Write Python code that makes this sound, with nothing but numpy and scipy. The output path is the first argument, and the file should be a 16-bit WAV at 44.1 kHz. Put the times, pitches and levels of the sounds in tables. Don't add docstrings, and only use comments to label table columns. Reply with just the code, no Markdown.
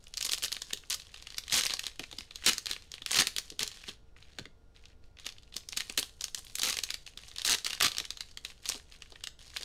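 import sys
import numpy as np
from scipy import signal
from scipy.fft import rfft, irfft
from scipy.io import wavfile
from scipy.ndimage import uniform_filter1d

SR = 44100
rng = np.random.default_rng(int(sys.argv[2]) if len(sys.argv) > 2 else 0)


def output_pcm(signal):
    pcm = np.clip(np.atleast_2d(signal).T, -1, 1) * 32767
    wavfile.write(sys.argv[1], SR, np.round(pcm).astype(np.int16))


N = 425124
TIME_S = np.arange(N) / SR
MIDDLE_HZ = 4200
FIRM_DB = -16.5


# start_s, level_db (relative), pitch_hz (nominal)
SNAPS = [(0.069, -35, 3700), (0.1388, -25, 4840), (0.1718, -18.5, 6500), (0.178, -18.5, 4900),
         (0.2103, -18.5, 4770), (0.2265, -15, 6500), (0.2496, -18.5, 4860), (0.2937, -16, 3960),
         (0.3185, -13.5, 5010), (0.3333, -11, 3240), (0.377, -25.5, 3790), (0.4228, -23, 3820),
         (0.4367, -14, 4130), (0.4458, -15, 3960), (0.4813, -24, 3800), (0.5183, -19.5, 4100),
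         (0.5259, -14.5, 5000), (0.5662, -22.5, 2810), (0.6185, -20, 4210), (0.7329, -13.5, 5400),
         (0.7728, -30, 4810), (0.836, -39, 1830), (0.9001, -19, 8800), (0.9059, -16.5, 4810),
         (0.9212, -22, 4830), (0.9268, -19, 3780), (0.9364, -27, 4170), (0.9436, -19, 4600),
         (0.9981, -29, 4300), (1.019, -35, 3980), (1.1415, -29, 2990), (1.161, -34, 2950),
         (1.1986, -38, 4150), (1.271, -27, 3660), (1.303, -29.5, 4130), (1.3442, -30, 3000),
         (1.372, -30, 4960), (1.3824, -15, 4600), (1.437, -30.5, 3860), (1.48, -26, 4050),
         (1.498, -22.5, 4260), (1.5818, -21, 4080), (1.6092, -14.5, 3120), (1.6184, -19, 4880),
         (1.6355, -13.5, 4640), (1.6653, -12.5, 4160), (1.6973, -19, 2900), (1.7057, -16, 2880),
         (1.7686, -27, 3900), (1.7934, -16.5, 4330), (1.834, -29, 4660), (1.8572, -28, 4220),
         (1.8663, -16.5, 4260), (1.9943, -20, 2800), (2.0381, -25.5, 2580), (2.1271, -26.5, 3360),
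         (2.1855, -20.5, 3740), (2.3089, -29.5, 3100), (2.3574, -23.5, 4580), (2.4377, -28, 2030),
         (2.5323, -16, 6550), (2.581, -16, 5200), (2.6574, -20, 4840), (2.6674, -16.5, 4370),
         (2.7117, -14, 4060), (2.732, -21.5, 4300), (2.7632, -28, 1960), (2.9171, -27, 5660),
         (2.9395, -24, 3000), (3.02, -25.5, 3380), (3.0614, -15.5, 4150), (3.1084, -18, 3000),
         (3.1308, -14, 3120), (3.2701, -9.5, 3770), (3.3636, -15.5, 3960), (3.3832, -12.5, 4270),
         (3.5019, -26, 5300), (3.5927, -14.5, 3670), (3.6066, -23, 4460), (3.6304, -13.5, 4960),
         (3.6766, -20.5, 5450), (3.8921, -25.5, 2960), (4.164, -41.5, 1680), (4.2255, -38, 3400),
         (4.4547, -29.5, 2360), (4.7628, -41, 3450), (4.855, -37, 3490), (5.1699, -40.5, 2870),
         (5.1868, -35, 2580), (5.246, -34, 3410), (5.2654, -18.5, 2975), (5.2894, -26.5, 3720),
         (5.3233, -36, 4660), (5.383, -36, 3780), (5.4323, -42, 4010), (5.5241, -38, 3210),
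         (5.5412, -30.5, 4130), (5.5656, -17.5, 4900), (5.688, -23.5, 6500), (5.7238, -25, 4570),
         (5.7658, -28, 4810), (5.7713, -15, 5230), (5.7746, -14, 4500), (5.7997, -24, 3190),
         (5.8053, -16.5, 3340), (5.8973, -20.5, 3400), (5.9764, -8.5, 4040), (6.2095, -20, 5130),
         (6.2412, -14.5, 6190), (6.3466, -16, 6140), (6.467, -34, 3710), (6.4812, -41, 4820),
         (6.554, -16.5, 7150), (6.6183, -14.5, 5100), (6.6326, -10.5, 4700), (6.698, -25, 5560),
         (6.727, -17, 3620), (6.7416, -23, 4560), (6.769, -17.5, 3520), (6.788, -14, 3380),
         (6.8359, -13.5, 6050), (6.9041, -15, 3800), (6.9416, -17.5, 3820), (7.0647, -29.5, 4300),
         (7.1746, -25, 4340), (7.3141, -33.5, 3040), (7.3607, -27, 4870), (7.3835, -19.5, 4020),
         (7.3947, -26, 3140), (7.4178, -20, 4470), (7.4488, -12, 4360), (7.4771, -11, 4030),
         (7.5847, -23, 4300), (7.646, -16.5, 4170), (7.6648, -14.5, 3752), (7.7061, -18.5, 4260),
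         (7.7308, -17.5, 2950), (7.8023, -15.5, 3160), (7.882, -15.5, 4270), (7.9176, -20.5, 4440),
         (7.9688, -21, 3250), (7.983, -13.5, 3870), (8.0004, -17, 3260), (8.0515, -24.5, 4170),
         (8.105, -17.5, 4185), (8.1716, -27.5, 3550), (8.2071, -19, 3590), (8.3727, -23.5, 3660),
         (8.4487, -19.5, 3880), (8.6555, -22.5, 3830), (8.6895, -13.5, 6700), (8.7204, -21, 3850),
         (8.7584, -30, 4160), (8.922, -36, 3340), (9.021, -28, 3260), (9.121, -35, 4350),
         (9.1574, -33, 1960), (9.2384, -20.5, 3860), (9.2715, -20.5, 3700), (9.5687, -17.5, 4000),
         (9.6314, -23.5, 4030)]
FOCUS_DB, FOCUS_PER_DB = 4, 0.3


def snaps(level_db=-11.5, push_db=-33, span_s=0.003, stretch=0.83, lift=0.96,
          give_db=-24, give_s=.0015, lag_s=.0005):
    out = np.zeros(N)
    for start_s, db, hz in SNAPS:
        size = amp(db) * np.sqrt(span_s * SR)
        pitch_hz = lift * MIDDLE_HZ * (hz / MIDDLE_HZ) ** stretch
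        focus_db = FOCUS_DB + FOCUS_PER_DB * (FIRM_DB - db)
        add(out, start_s - give_s * rng.random(), size * amp(give_db) * facet(pitch_hz))
        add(out, start_s + lag_s, size * amp(level_db) * facet(pitch_hz, focus_db))
        add(out, start_s + lag_s, size * amp(push_db) * sheet_share(hz) * push())
    return out


# time_s, pitch_hz
TAUTNESS = [(0, 4190), (.6, 4314), (1.2, 3294), (1.6, 4040), (2.2, 3420), (3.0, 3170), (3.4, 4346),
            (3.9, 2818), (4.3, 2653), (5.2, 2916), (5.7, 4020), (6.4, 4750), (6.9, 4210), (7.2, 3457),
            (8.0, 3700), (8.7, 3760), (9.1, 3180), (9.6, 3585)]


def neighbours(level_db=-33, before_db=-7, before_s=.005, after_s=0.014, growth=1.3, reach=4096):
    strain = np.zeros(N)
    t = np.arange(-reach // 2, reach) / SR
    build = amp(before_db) * np.exp(-abs(t) / before_s)
    settle = np.exp(-abs(t) / after_s)
    shape = np.where(t < 0, build, settle)
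    for start_s, db, _ in SNAPS:
        add(strain, start_s + t[0], amp(FIRM_DB + growth * (db - FIRM_DB) + level_db) * shape)
    train = strain * slips(N, per_s=550, spread_db=2.5, steady_s=.045)
    return crackle(train, np.interp(TIME_S, *np.transpose(TAUTNESS)), scatter=.5)[:N]


# start_s, length_s, level_db (relative), pitch_hz (centre of the slips)
RIPS = [(0.246, 0.023, -33, 5970), (0.312, 0.042, -37, 6420), (0.427, 0.035, -36, 5730),
        (0.9, .05, -36.5, 5180), (1.523, 0.079, -28, 4570), (2.458, 0.041, -22.5, 4200),
        (3.16, 0.018, -30, 4200), (3.181, 0.031, -23, 4350), (3.602, 0.033, -36, 3260),
        (4.385, 0.011, -37.5, 3190), (5.252, 0.012, -44.5, 3920), (5.974, .026, -29.5, 5240),
        (6.582, 0.014, -35.5, 6410), (6.63, 0.081, -32, 4200), (7.447, .04, -31.5, 5590),
        (7.488, 0.063, -26.5, 4200), (7.653, 0.029, -39.5, 4200), (7.808, 0.061, -24, 3930)]
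RIP_SAG_DB = -1.5


def rips(level_db=0, push_db=-15.5):
    out = np.zeros(N)
    for start_s, length_s, db, hz in RIPS:
        size = max(200, int(length_s * SR))
        pull = amp(db + RIP_SAG_DB * np.linspace(-.5, .5, size))
        train = pull * slips(size, per_s=650, spread_db=2, steady_s=0.016)
        add(out, start_s, amp(level_db) * crackle(train, hz, scatter=.55))
        add(out, start_s, amp(push_db) * sheet_share(hz) * signal.fftconvolve(train, push()))
    return out


# start_s, length_s, level_db (relative)
SQUEEZES = [(.17, 0.24, -49), (.5, 0.24, -51.5), (1.12, 0.2, -62.5), (1.505, .04, -28.5),
            (1.55, .19, -37.5), (1.8, 0.074, -48), (1.99, 0.21, -58), (2.435, 0.077, -31.5),
            (2.68, 0.034, -35.5), (2.92, 0.042, -50), (3.07, 0.072, -37), (3.12, 0.089, -26.5),
            (3.36, 0.047, -55), (3.59, 0.096, -51), (5.53, 0.041, -48), (5.7, 0.079, -50),
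            (5.77, 0.087, -50.5), (5.85, 0.15, -57.5), (5.98, 0.058, -42.5), (6.21, 0.054, -46.5),
            (6.35, 0.039, -47.5), (6.56, 0.21, -42.5), (6.75, 0.19, -51.5), (7.36, .09, -47.5),
            (7.45, 0.11, -48), (7.65, 0.11, -43), (7.87, 0.15, -50.5), (8.65, 0.079, -39.5),
            (9.53, 0.13, -47.5)]
SQUEEZE_ATTACK_S, SQUEEZE_RELEASE_S = 0.014, .018
# start_s, length_s, level_db (relative)
SLIDES = [(.72, 0.052, -70), (1.0, 0.34, -61.5), (1.36, 0.24, -61), (2.19, .05, -56), (2.33, 0.21, -56.5),
          (2.76, 0.094, -64), (3.44, .09, -60.5), (3.7, 0.22, -54.5), (3.86, 0.045, -46.5),
          (4.02, 0.084, -82.5), (4.16, 0.28, -65.5), (4.74, 0.18, -68), (5.02, 0.067, -73.5),
          (5.19, .11, -58), (5.34, 0.16, -70.5), (6.44, .11, -59), (7.06, 0.036, -53.5), (7.17, 0.16, -56),
          (8.02, 0.31, -62.5), (8.45, 0.057, -52.5), (8.62, .16, -55), (8.91, 0.049, -56),
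          (9.01, 0.24, -66.5), (9.385, 0.19, -57)]
# start_s, length_s, level_db (relative)
HOLDS = [(0, 3.9, -65.5), (5.55, 3.7, -68.5)]
SLIDE_ATTACK_S, SLIDE_RELEASE_S = 0.0047, .015
# freq_hz, gain_db
FINGERS = [(4000, -1.5), (9000, -1.5), (15000, -5.5)]


def rustle(level_db=0.5, push_db=-16, rub_db=-7, catch_db=-1, glide_db=-2, drag_db=-22, rub_lift=1.15):
    squeeze = effort(SQUEEZES, SQUEEZE_ATTACK_S, SQUEEZE_RELEASE_S)
    slide = effort(SLIDES + HOLDS, SLIDE_ATTACK_S, SLIDE_RELEASE_S)
    pitch_hz = np.interp(TIME_S, *np.transpose(TAUTNESS))

    crease_effort = squeeze + amp(catch_db) * slide
    creases = crease_effort * slips(N, per_s=130, spread_db=8, steady_s=0.08)
    rub_effort = amp(rub_db) * squeeze + amp(glide_db) * slide
    rub = rub_effort * slips(N, per_s=1800, spread_db=4.5, steady_s=0.042)

    film = amp(level_db) * crackle(creases, pitch_hz, scatter=.44)
    film = film + crackle(rub, pitch_hz * rub_lift, scatter=.55)
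    muffled = colour(film[:N], read(FINGERS, bins(size=256)))
    sheet_drive = amp(push_db) * creases + amp(drag_db) * rub
    return muffled + signal.oaconvolve(sheet_drive, push())[:N]


# start_s, level_db (relative), pitch_hz
KNOCKS = [(.728, -46, 320), (1.527, -41, 69.6), (1.997, -40, 315), (2.127, -49.5, 330), (2.187, -51, 209),
          (2.474, -41, 116), (2.485, -43.5, 260), (2.707, -49.5, 328), (3.017, -55, 130), (3.177, -39, 99),
          (3.195, -36, 278), (3.517, -48, 227), (3.608, -46, 141), (3.883, -45, 196), (4.39, -43, 230),
          (4.41, -43.5, 100), (4.456, -53, 170), (5.344, -57, 72.4), (5.559, -51, 300), (5.769, -49, 198),
          (5.897, -46.5, 450), (5.98, -43.5, 325), (7.168, -57, 278), (7.528, -48, 170.1),
          (7.841, -46, 129), (8.007, -48, 346), (8.69, -51, 217), (8.747, -45.5, 390), (9.12, -52, 450),
          (9.604, -54.5, 260)]
KNOCK_T60_S, KNOCK_DAMPING = .075, 0.23


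def knocks(level_db=0, focus_db=6, size=8192):
    out = np.zeros(N)
    t = np.arange(size) / SR
    for start_s, db, hz in KNOCKS:
        t60_s = KNOCK_T60_S * (200 / hz) ** KNOCK_DAMPING
        fade = amp(-60 * t / t60_s)
        thud = colour(rng.standard_normal(size) * fade, -focus_db * octaves(bins(size), hz) ** 2)
        add(out, start_s, amp(db + level_db) * thud * np.linalg.norm(fade) / np.linalg.norm(thud))
    return out


# freq_hz, gain_db (relative)
FILM = [(300, -7.5), (800, -19.5), (1300, -14.5), (1800, -2), (2300, -4.5), (3000, -2.5), (4300, -1.5),
        (5600, -4.5), (6500, -5), (9600, -5.5), (10300, -8.5), (13500, -9), (16000, -18)]


def facet(centre_hz, focus_db=5, ring_s=0.0011, rise_s=.00012, edge=0.95,
          shiver_db=-21, shiver_s=0.015, size=512):
    t, hz = np.arange(size) / SR, bins(size)
    fade = np.exp(-t / ring_s) + amp(shiver_db) * np.exp(-t / shiver_s)
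    flutter = rng.standard_normal(size) * fade * (1 - np.exp(-t / rise_s))
    flutter[4] += 2 * edge
    away = octaves(hz, centre_hz)
    ring_db = 5 / (1 + ((away - rng.uniform(-.7, .5)) / .22) ** 2)
    slope_db = focus_db * (np.sqrt(1 + 4 * away ** 2) - 1)
    click = colour(flutter, read(FILM, hz) + ring_db - slope_db)
    return click / np.linalg.norm(click)


# freq_hz, gain_db (relative)
SHEET = [(70, -7), (160, -8.5), (250, -1.5), (430, -3.5), (600, -3.5), (900, -3), (1500, -0.5),
         (4000, -66.5)]


def push(size=1024, rough=0.12, ring_s=0.0041):
    jerk = rough * rng.standard_normal(size) * np.exp(-np.arange(size) / SR / ring_s)
    jerk[0] += 1
    pulse = colour(jerk, read(SHEET, bins(size)))
    return pulse / np.linalg.norm(pulse)


PUSH_DB_PER_OCTAVE = -9.5


def sheet_share(hz):
    return amp(PUSH_DB_PER_OCTAVE * octaves(hz, MIDDLE_HZ))


def slips(size, per_s, spread_db, steady_s):
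    sizes = amp(spread_db * np.minimum(rng.exponential(1, size), 4))
    train = (rng.random(size) < per_s / SR) * sizes
    power = uniform_filter1d(train ** 2, max(2, int(steady_s * SR)))
    return train * rng.choice([-1, 1], size) / np.sqrt(np.maximum(power, per_s / SR))


def crackle(train, centre_hz, scatter, count=14):
    pitches_hz = np.geomspace(1500, 11000, count)
    shapes = [facet(hz) for hz in np.repeat(pitches_hz, repeats=3)]
    at = np.flatnonzero(train)
    centre_oct = np.log2(np.broadcast_to(centre_hz, train.shape)[at])
    wanted_oct = centre_oct + scatter * rng.standard_normal(len(at))
    index = np.interp(wanted_oct, np.log2(pitches_hz), np.linspace(0, len(shapes) - 1, count))
    which = index.round().astype(int)
    out = np.zeros(len(train) + len(shapes[0]))
    for i, k in zip(at, which):
        add(out, i / SR, train[i] * shapes[k])
    return out


def effort(gestures, attack_s, release_s):
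    power = np.zeros(N)
    for start_s, length_s, db in gestures:
        t = np.arange(0, length_s + 10 * release_s, 1 / SR)
        attack = np.minimum(t / attack_s, 1)
        release = np.exp(-np.maximum(t - length_s, 0) / release_s)
        add(power, start_s, (amp(db) * attack * release) ** 2)
    return np.sqrt(power)


# freq_hz, width_hz, gain_db
HOLLOW = [(413.4, 27, 7.5), (505, 39, 5.5), (1240, 180, 6.5), (1530, 45, 2.5), (3700, 200, -0.5),
          (6530, 400, 4)]


def room(x, count=5):
    hz = bins(size=8192)
    hollow_db = sum(db / (1 + (2 * (hz - f) / width) ** 2) for f, width, db in HOLLOW)
    held = colour(x, hollow_db)
    turn = (TIME_S * 20).astype(int) % count
    return sum(signal.oaconvolve(held * (turn == k), walls())[:N] for k in range(count))


# delay_s, level_db
ECHOES = [(0.01, -28.5), (.0127, -22), (.0146, -23.5), (.047, -38), (.0545, -36.5), (.067, -36.5)]
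# freq_hz, t60_s
ROOM_T60 = [(100, .36), (500, .31), (2000, .28), (5000, .29), (9000, .29), (12000, .27), (16000, .24)]


def walls(wet_db=-14.5, build_s=0.0034, size=24576):
    t = np.arange(size) / SR
    hits = rng.choice([-1, 1], size) * (rng.random(size) < 9000 / SR)
    taps = hits * (1 - np.exp(-t / build_s))
    hz, frame_s, z = signal.stft(taps, SR, nperseg=256)
    decay = amp(-60 * frame_s / read(ROOM_T60, hz)[:, None])
    tail = signal.istft(z * decay, SR, nperseg=256)[1]
    response = amp(wet_db) * tail / np.linalg.norm(tail)
    response[0] += 1
    for delay_s, db in ECHOES:
        smear = rng.standard_normal(64) * np.exp(-np.arange(64) / 20)
        add(response, delay_s, amp(db) * smear / np.linalg.norm(smear))
    return response


# (relative, per Hz)
AIR = [(14, 2), (30, -9), (70, -7), (110, -13), (200, -21), (350, -25), (700, -28), (1000, -34),
       (2000, -42.5), (4000, -42.5), (8000, -50.5), (11000, -55), (16000, -60)]
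AIR_DB = -58
# freq_hz, level_db (rms)
WHINE = [(452, -79), (1416, -83.5), (5626, -92.5), (8000, -102.5)]


def background(throb_db=-62):
    air = unit(irfft(rfft(rng.standard_normal(N)) * amp(read(AIR, bins(N))), N))
    cycle = (TIME_S * 25.23 + .365) % 1 - .5
    pulses = np.exp(-abs(cycle / .115) ** 3)
    throb = unit(pulses - pulses.mean())
    whine = sum(amp(db) * np.sqrt(2) * np.sin(2 * np.pi * hz * TIME_S) for hz, db in WHINE)
    return amp(AIR_DB) * air - amp(throb_db) * throb + whine


def amp(db):
    return 10 ** (np.asarray(db) / 20)


def unit(x):
    return x / np.sqrt(np.mean(x ** 2) + 1e-20)


def read(points, hz):
    f, value = np.transpose(points)
    return np.interp(np.log(hz + 1), np.log(f + 1), value)


def add(mix, start_s, sound):
    part = mix[max(0, round(start_s * SR)):][:len(sound)]
    part += sound[:len(part)]


def bins(size):
    return np.fft.rfftfreq(size, 1 / SR)


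def causal(db):
    log_gain = np.log(amp(np.maximum(db, db.max() - 80)))
    circle = np.concatenate([log_gain, log_gain[-2:0:-1]])
    return irfft(np.exp(np.conj(signal.hilbert(circle)))[:len(db)])


def colour(x, db):
    return signal.oaconvolve(x, causal(db))[:len(x)]


def octaves(hz, centre_hz):
    return np.log2((hz + 1) / centre_hz)


def scene():
    handling = snaps() + neighbours() + rips() + rustle() + knocks()
    return (room(handling) + background())[None]


EDGE_HZ = 15850


def record(dry):
    rounded = .24 * np.tanh(dry / .24)
    lowpass = signal.firwin(255, EDGE_HZ, window=("kaiser", 8), fs=SR)
    return signal.oaconvolve(rounded, lowpass[None], "same")


dry = scene()
out = record(dry)
output_pcm(out)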